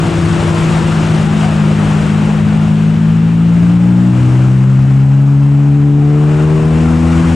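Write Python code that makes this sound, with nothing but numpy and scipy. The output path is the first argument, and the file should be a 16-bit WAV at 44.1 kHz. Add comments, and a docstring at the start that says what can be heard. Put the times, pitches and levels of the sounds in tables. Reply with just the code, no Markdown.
"""Loaded truck on a hill road

A loaded diesel truck labours uphill towards the microphone and slowly revs higher: harmonics of its
exhaust pulses glide through fixed pipe and body resonances. A lighter truck pulls past in the first
seconds, as a rising set of tones with a noise roar and short squeaks. Another engine hums behind and
recedes. Throbbing bands of noise make the clatter and hiss of engines and the rumble of the road."""
import sys
import numpy as np
from scipy import signal
from scipy.fft import rfft, irfft
from scipy.io import wavfile
from scipy.ndimage import uniform_filter1d, minimum_filter1d

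SR = 44100
rng = np.random.default_rng(int(sys.argv[2]) if len(sys.argv) > 2 else 0)


def dump_mix(stems):
    """Bounce the given channels to the path in sys.argv[1] as a 16-bit WAV at rate SR."""
    frames = np.atleast_2d(stems).T  # one column per channel
    limited = np.clip(frames, -1, 1)  # hard clip at full scale
    pcm = np.round(limited * 32767).astype(np.int16)
    wavfile.write(sys.argv[1], SR, pcm)


N = 324116
TIME = np.arange(N) / SR

# the loaded truck's exhaust pulse rate: time_s, pulse_rate_hz
PULSE_RATE = [(0, 55.6), (0.35, 54), (0.9, 53.54), (1.85, 51.74), (2.45, 52.22), (3.05, 53.75),
              (3.65, 57.4), (4.3, 62.93), (5.25, 69.53), (5.6, 71.05), (6, 72.44), (7.15, 82.58),
              (7.35, 82.8)]
# its exhaust grows as it nears and works harder: time_s, level_db
EFFORT_LEVEL = [(0, -10), (1.2, -6.5), (2.1, -6), (3.4, -2), (4.3, 1), (5.6, -2), (6.4, 1), (7.35, 6)]
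# strength of the exhaust harmonics: multiple of the pulse rate, level_db
PULSE_HARMONICS = [(1.0, -3.5), (2.0, -1.56), (3.0, 2), (4.0, 4), (5.0, -1), (6.0, -9.5)]
# fixed peaks and dips of the pipe and silencer: frequency_hz, gain_db
PIPE_RESPONSE = [(63.6, -32.7), (81.5, -14.0), (111.9, -14.8), (127.9, -8.7), (140.1, -2.8), (156.3, -9.7),
                 (183, -13), (188.5, -29), (194, -15.5), (209, -16), (231.6, -29.9), (242.2, -19.6),
                 (260.5, -33.6), (288.6, -17.9), (346.7, -34.7), (386.6, -21.8), (408.0, -38.5),
                 (444.0, -8.8), (496.0, -30.4)]
# the echo off the roadside comes sooner as the truck advances
ECHO_MS, ECHO_SHORTENS_MS_PER_S, ECHO_SHARE = 25.1, 0.636, 0.35
# pipe and body resonances that pick out the higher harmonics: centre_hz, width_hz, gain_db
BODY_RESONANCES = [(616, 60, -5.5), (731, 36, -6), (826, 60, -3.5), (1033, 100, -11.5), (1316, 70, -13.5)]
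# half steps added by unequal cylinders: multiple of the pulse rate, level_db (within the rasp)
LOPE_HARMONICS = [(1 / 2, -0.63), (5 / 2, -11), (7 / 2, -8.5), (9 / 2, -11.5)]
# the rasp bites harder with the revs: full level, pulse rate that reaches it, growth below that
RASP_DB, RASP_AT_HZ, RASP_DB_PER_HZ = -28, 76.62, 0.7

# the lighter truck's tones: multiple of the strongest tone's pitch, level_db (relative)
PASSING_TONES = [(1 / 2, -13), (1, 0), (6 / 5, -18), (7 / 5, -17.5), (5 / 3, -22.5), (19 / 10, -17.5)]
# the strongest tone's starting pitch and even rise; the tones' level and accelerating fade
PASSING_HZ, PASSING_RISE_HZ_PER_S = 336.5, 10.4
PASSING_DB, PASSING_FADE_DB_PER_S2 = -18.5, 6
# colour of the lighter truck's roar: frequency_hz, density_db (per Hz, relative)
ROAR_COLOUR = [(150, -14), (300, -0.5), (420, -3), (600, -22), (1400, -11), (2000, -20), (3000, -16),
               (4000, -24), (6000, -37), (15400, -70)]
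# the roar holds, then dies away
ROAR_DB, ROAR_HOLD_S, ROAR_FADE_DB_PER_S = -26, 1.13, 4
# squeaks as the lighter truck passes: start_s, length_s, peak pitch_hz, peak level_db
SQUEAK_EVENTS = [(1.114, 0.12, 777, -30), (1.247, 0.097, 813, -26.5), (1.415, 0.08, 750, -22.5)]

# tones of the engine behind: pitch_hz, level_db (relative)
HUM_TONES = [(101, -22.5), (152, -19), (189, -21.5)]
# starting trim of the hum and how fast it recedes
HUM_DB, HUM_FADE_DB_PER_S = -2, 3.5

# traffic noise: time_s, clatter_db, hiss_db (both before their trims), rumble_db
TRAFFIC_LEVELS = [(0, -25, -34.5, -20), (.6, -21.5, -31.5, -18), (1.6, -25, -36.5, -19.5),
                  (2.2, -25, -37.5, -18.5), (3.3, -32, -44.5, -24.5), (4.25, -28, -40, -23),
                  (4.7, -29, -41.3, -22.5), (5.8, -29.5, -42.5, -26.5), (6.5, -26, -39, -20.5),
                  (7.35, -20, -31, -18)]
# brief flares of clatter and hiss: peak_s, half_length_s, rise_db
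CLATTER_FLARES = [(0.064, 0.028, 2), (1.44, 0.057, 4.5), (1.908, 0.078, 2.5), (3.65, 0.1, 2.5),
                  (6.354, 0.19, 2.5)]
# noise colours: frequency_hz, density_db (per Hz, relative)
CLATTER_COLOUR = [(200, -29), (400, -4.5), (560, 2), (750, 1.5), (1100, -1.5), (1400, -2), (1750, -6.5),
                  (2200, -8), (2800, -9), (3400, -17.5), (4300, -22.5), (7000, -52)]
HISS_COLOUR = [(2000, -21.5), (3500, 0), (4300, -2.5), (5200, 0), (6400, -1.5), (7200, 0.5), (7900, -1),
               (8500, -0.5), (9400, -6.5), (11000, -13.5), (13000, -27), (15400, -27)]
RUMBLE_COLOUR = [(18, -26), (30, -13), (45, -2.5), (60, -8.5), (85, 5.5), (120, -2), (170, 3), (250, -4),
                 (380, -9), (550, -14.5), (900, -56.5)]

# left-right likeness of the noise at the microphone pair: frequency_hz, correlation (held to -1..1)
STEREO_LIKENESS = [(60, 2), (130, 0.57), (290, 1.14), (640, 0.7), (1400, 0.72), (3080, .8), (4500, 0.85),
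                   (6800, 1.13), (9500, .2), (13000, -0.5)]
# tilt of the microphone pair: frequency_hz, left_minus_right_db
STEREO_LEAN = [(60, 1.2), (200, 2.5), (380, 4.5), (690, 6.5), (1280, 5.5), (2400, 4.5), (4400, .6),
               (8000, 0.2)]
EDGE_HZ = 15450  # top of the recorded band


def amp(db):
    """Decibels to gain."""
    return 10 ** (np.asarray(db) / 20)


def unit(x):
    """Scales to an rms of 1."""
    return x / np.sqrt(np.mean(x ** 2) + 1e-20)


def curves(rows):
    """Each column of a timed table, at every sample."""
    time_s, *columns = np.transpose(rows)
    return [np.interp(TIME, time_s, column) for column in columns]


def read(points, hz):
    """Reads a spectrum table along a log-frequency axis."""
    table_hz, value = np.transpose(points)
    return np.interp(np.log(hz + 1), np.log(table_hz + 1), value)


def wander(rate_hz):
    """Slow random drift of rms 1, with most of its movement below the rate."""
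    count = 2048
    hz = np.fft.rfftfreq(count, TIME[-1] / count)
    slow = irfft(rfft(rng.standard_normal(count)) / (1 + (hz / rate_hz) ** 2))
    return np.interp(TIME, np.linspace(0, TIME[-1], count), unit(slow - slow.mean()))


def angle(hz):
    """The running phase of a frequency curve, in radians."""
    return 2 * np.pi * np.cumsum(hz) / SR


def noise(colour, patchy_db, size=1024):
    """Coloured stereo noise of rms 1, with drifting patches; the treble is more diffuse."""
    hz = np.fft.rfftfreq(size, 1 / SR)
    frames = 4 * N // size + 5
    a, b, c, d, patches = rng.standard_normal((5, frames, len(hz)))
    # smooth over time, then over frequency
    patches = uniform_filter1d(patches, size=10, axis=0)
    patches = unit(uniform_filter1d(patches, size=7, axis=1))
    same = np.clip(read(STEREO_LIKENESS, hz), -1, 1)
    left = a + 1j * b
    right = same * left + np.sqrt(1 - same ** 2) * (c + 1j * d)
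    spectra = np.array([left, right]) * amp(read(colour, hz) + patchy_db * patches)
    _, sound = signal.istft(spectra.swapaxes(1, 2), nperseg=size, noverlap=size - size // 4)
    return unit(sound[:, :N])


def exhaust(firing_hz, effort_db, flutter=0.039, jitter_rad=0.044, rough=0.014, dispersion_rad=0.777):
    """Deep harmonics swell and fade as the revs carry them through the pipe's peaks and their own echo.
    The silencer delays the higher ones more, and no two firings are quite alike."""
    stroke = angle(firing_hz) + jitter_rad * wander(rate_hz=14.0)
    echo_s = (ECHO_MS - ECHO_SHORTENS_MS_PER_S * TIME) / 1000
    drone = np.zeros(N)
    for multiple, db in PULSE_HARMONICS:
        k = round(multiple)
        hz = k * firing_hz
        with_echo = abs(1 + ECHO_SHARE * np.exp(-2j * np.pi * hz * echo_s))
        gain = amp(effort_db + db + read(PIPE_RESPONSE, hz)) * with_echo
        gain = gain * (1 + flutter * wander(rate_hz=11))
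        drone += gain * np.sqrt(2) * np.cos(k * stroke - dispersion_rad * k ** 2)
    return drone * (1 + rough * wander(rate_hz=45))


def rasp(firing_hz, fading_db=3, smear_rad=0.31):
    """Weak harmonics grow with the revs, swell through the resonances, and fade over changing paths."""
    firing = angle(firing_hz)
    gains = []
    for k in range(7, 20):
        resonance = np.zeros(N)
        for centre_hz, width_hz, db in BODY_RESONANCES:
            resonance += amp(db) / (1 + (2 * (k * firing_hz - centre_hz) / width_hz) ** 2)
        gains.append((k, resonance))
    gains += [(k, amp(db)) for k, db in LOPE_HARMONICS]
    lines = np.zeros(N)
    for k, gain in gains:
        fading = amp(fading_db * wander(rate_hz=1.1))
        lines += gain * fading * np.cos(k * firing + smear_rad * wander(rate_hz=3))
    return amp(RASP_DB + RASP_DB_PER_HZ * np.minimum(firing_hz - RASP_AT_HZ, 0)) * lines


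def lighter_truck(smear_rad=0.24):
    """A second engine gathers speed and drops out of hearing as it passes, with a roar of its own."""
    turn = angle(PASSING_HZ + PASSING_RISE_HZ_PER_S * TIME)
    lines = np.zeros(N)
    for k, db in PASSING_TONES:
        lines += amp(db) * np.cos(k * turn + smear_rad * wander(rate_hz=1.5))
    tone_gain = amp(PASSING_DB - PASSING_FADE_DB_PER_S2 * TIME ** 2)
    roar_gain = amp(ROAR_DB - ROAR_FADE_DB_PER_S * np.maximum(TIME - ROAR_HOLD_S, 0))
    return tone_gain * lines + roar_gain * noise(ROAR_COLOUR, patchy_db=1.0)


def squeaks(arch=0.084):
    """A spring or hinge rubs: brief tones that arch in pitch."""
    out = np.zeros(N)
    for start_s, length_s, pitch_hz, db in SQUEAK_EVENTS:
        swell = np.sin(np.pi * np.clip((TIME - start_s) / length_s, 0, 1))
        out += amp(db) * swell * np.cos(angle(pitch_hz * (1 + arch * (swell - 1))))
    return out


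def steady_engine(waver_hz=0.45, fading_db=3.0):
    """Low, slightly wavering tones beat against the loaded truck's drone and recede."""
    lines = np.zeros(N)
    for hz, db in HUM_TONES:
        gain = amp(db + fading_db * wander(rate_hz=0.55))
        lines += gain * np.cos(angle(hz + waver_hz * wander(rate_hz=2.0)))
    return amp(HUM_DB - HUM_FADE_DB_PER_S * TIME) * lines


def clatter(firing, clatter_db, hiss_db, knock=0.037, lope=0.06, surge_db=0.4,
            clatter_trim_db=-1, hiss_trim_db=-3.0):
    """Combustion knock and hiss throb with each firing and with the unequal cylinders, and flare at times."""
    throb = unit(1 + knock * np.cos(firing) + lope * np.cos(firing / 2))
    flare_db = surge_db * wander(rate_hz=7.9)
    for peak_s, half_s, rise_db in CLATTER_FLARES:
        flare_db = flare_db + rise_db * np.exp(-((TIME - peak_s) / half_s) ** 2)
    knocking = amp(clatter_db + clatter_trim_db) * noise(CLATTER_COLOUR, patchy_db=0.9)
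    hissing = amp(hiss_db + hiss_trim_db) * noise(HISS_COLOUR, patchy_db=0.7)
    return throb * amp(flare_db) * (knocking + hissing)


def rumble(level_db):
    """Tyres and the scattered boom of the engines rise and fall with the traffic."""
    return amp(level_db) * noise(RUMBLE_COLOUR, patchy_db=1.5, size=2048)


def limit(x, ceiling=0.92, recovery_db_per_s=45, size=300):
    """A limiter turns both sides down when a peak would pass the ceiling, then recovers steadily."""
    over_db = 20 * np.log10(np.maximum(abs(x).max(axis=0) / ceiling, 1))
    recovery_db = recovery_db_per_s * TIME
    gain = amp(recovery_db - np.maximum.accumulate(over_db + recovery_db))
    # duck a little ahead of each peak, without a click (size in samples)
    return x * uniform_filter1d(minimum_filter1d(gain, size), size)


def scene():
    """The engines stand in the middle, inside the wider noise of the road."""
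    firing_hz, = curves(PULSE_RATE)
    effort_db, = curves(EFFORT_LEVEL)
    clatter_db, hiss_db, rumble_db = curves(TRAFFIC_LEVELS)
    loaded_truck = exhaust(firing_hz, effort_db) + rasp(firing_hz)
    others = lighter_truck() + squeaks() + steady_engine()
    engine_noise = clatter(angle(firing_hz), clatter_db, hiss_db)
    return loaded_truck + others + engine_noise + rumble(rumble_db)


def record(dry, drive_db=0.72, low_cut_hz=36):
    """The microphones lose the deepest bass and lean left in the midrange; then limiter and band limit."""
    hz = np.fft.rfftfreq(N, 1 / SR)
    lean_db = read(STEREO_LEAN, hz)
    sides = amp(np.array([lean_db, -lean_db]) / 2)
    sides = sides / sides.mean(axis=0)
    low_cut = hz ** 4 / np.hypot(hz ** 4, low_cut_hz ** 4)
    heard = irfft(rfft(dry) * low_cut * sides, N)
    limited = limit(amp(drive_db) * heard)
    band_limit = signal.firwin(511, EDGE_HZ, window=("kaiser", 9), fs=SR)
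    return signal.oaconvolve(limited, band_limit[None], "same")


dry = scene()
out = record(dry)
dump_mix(out)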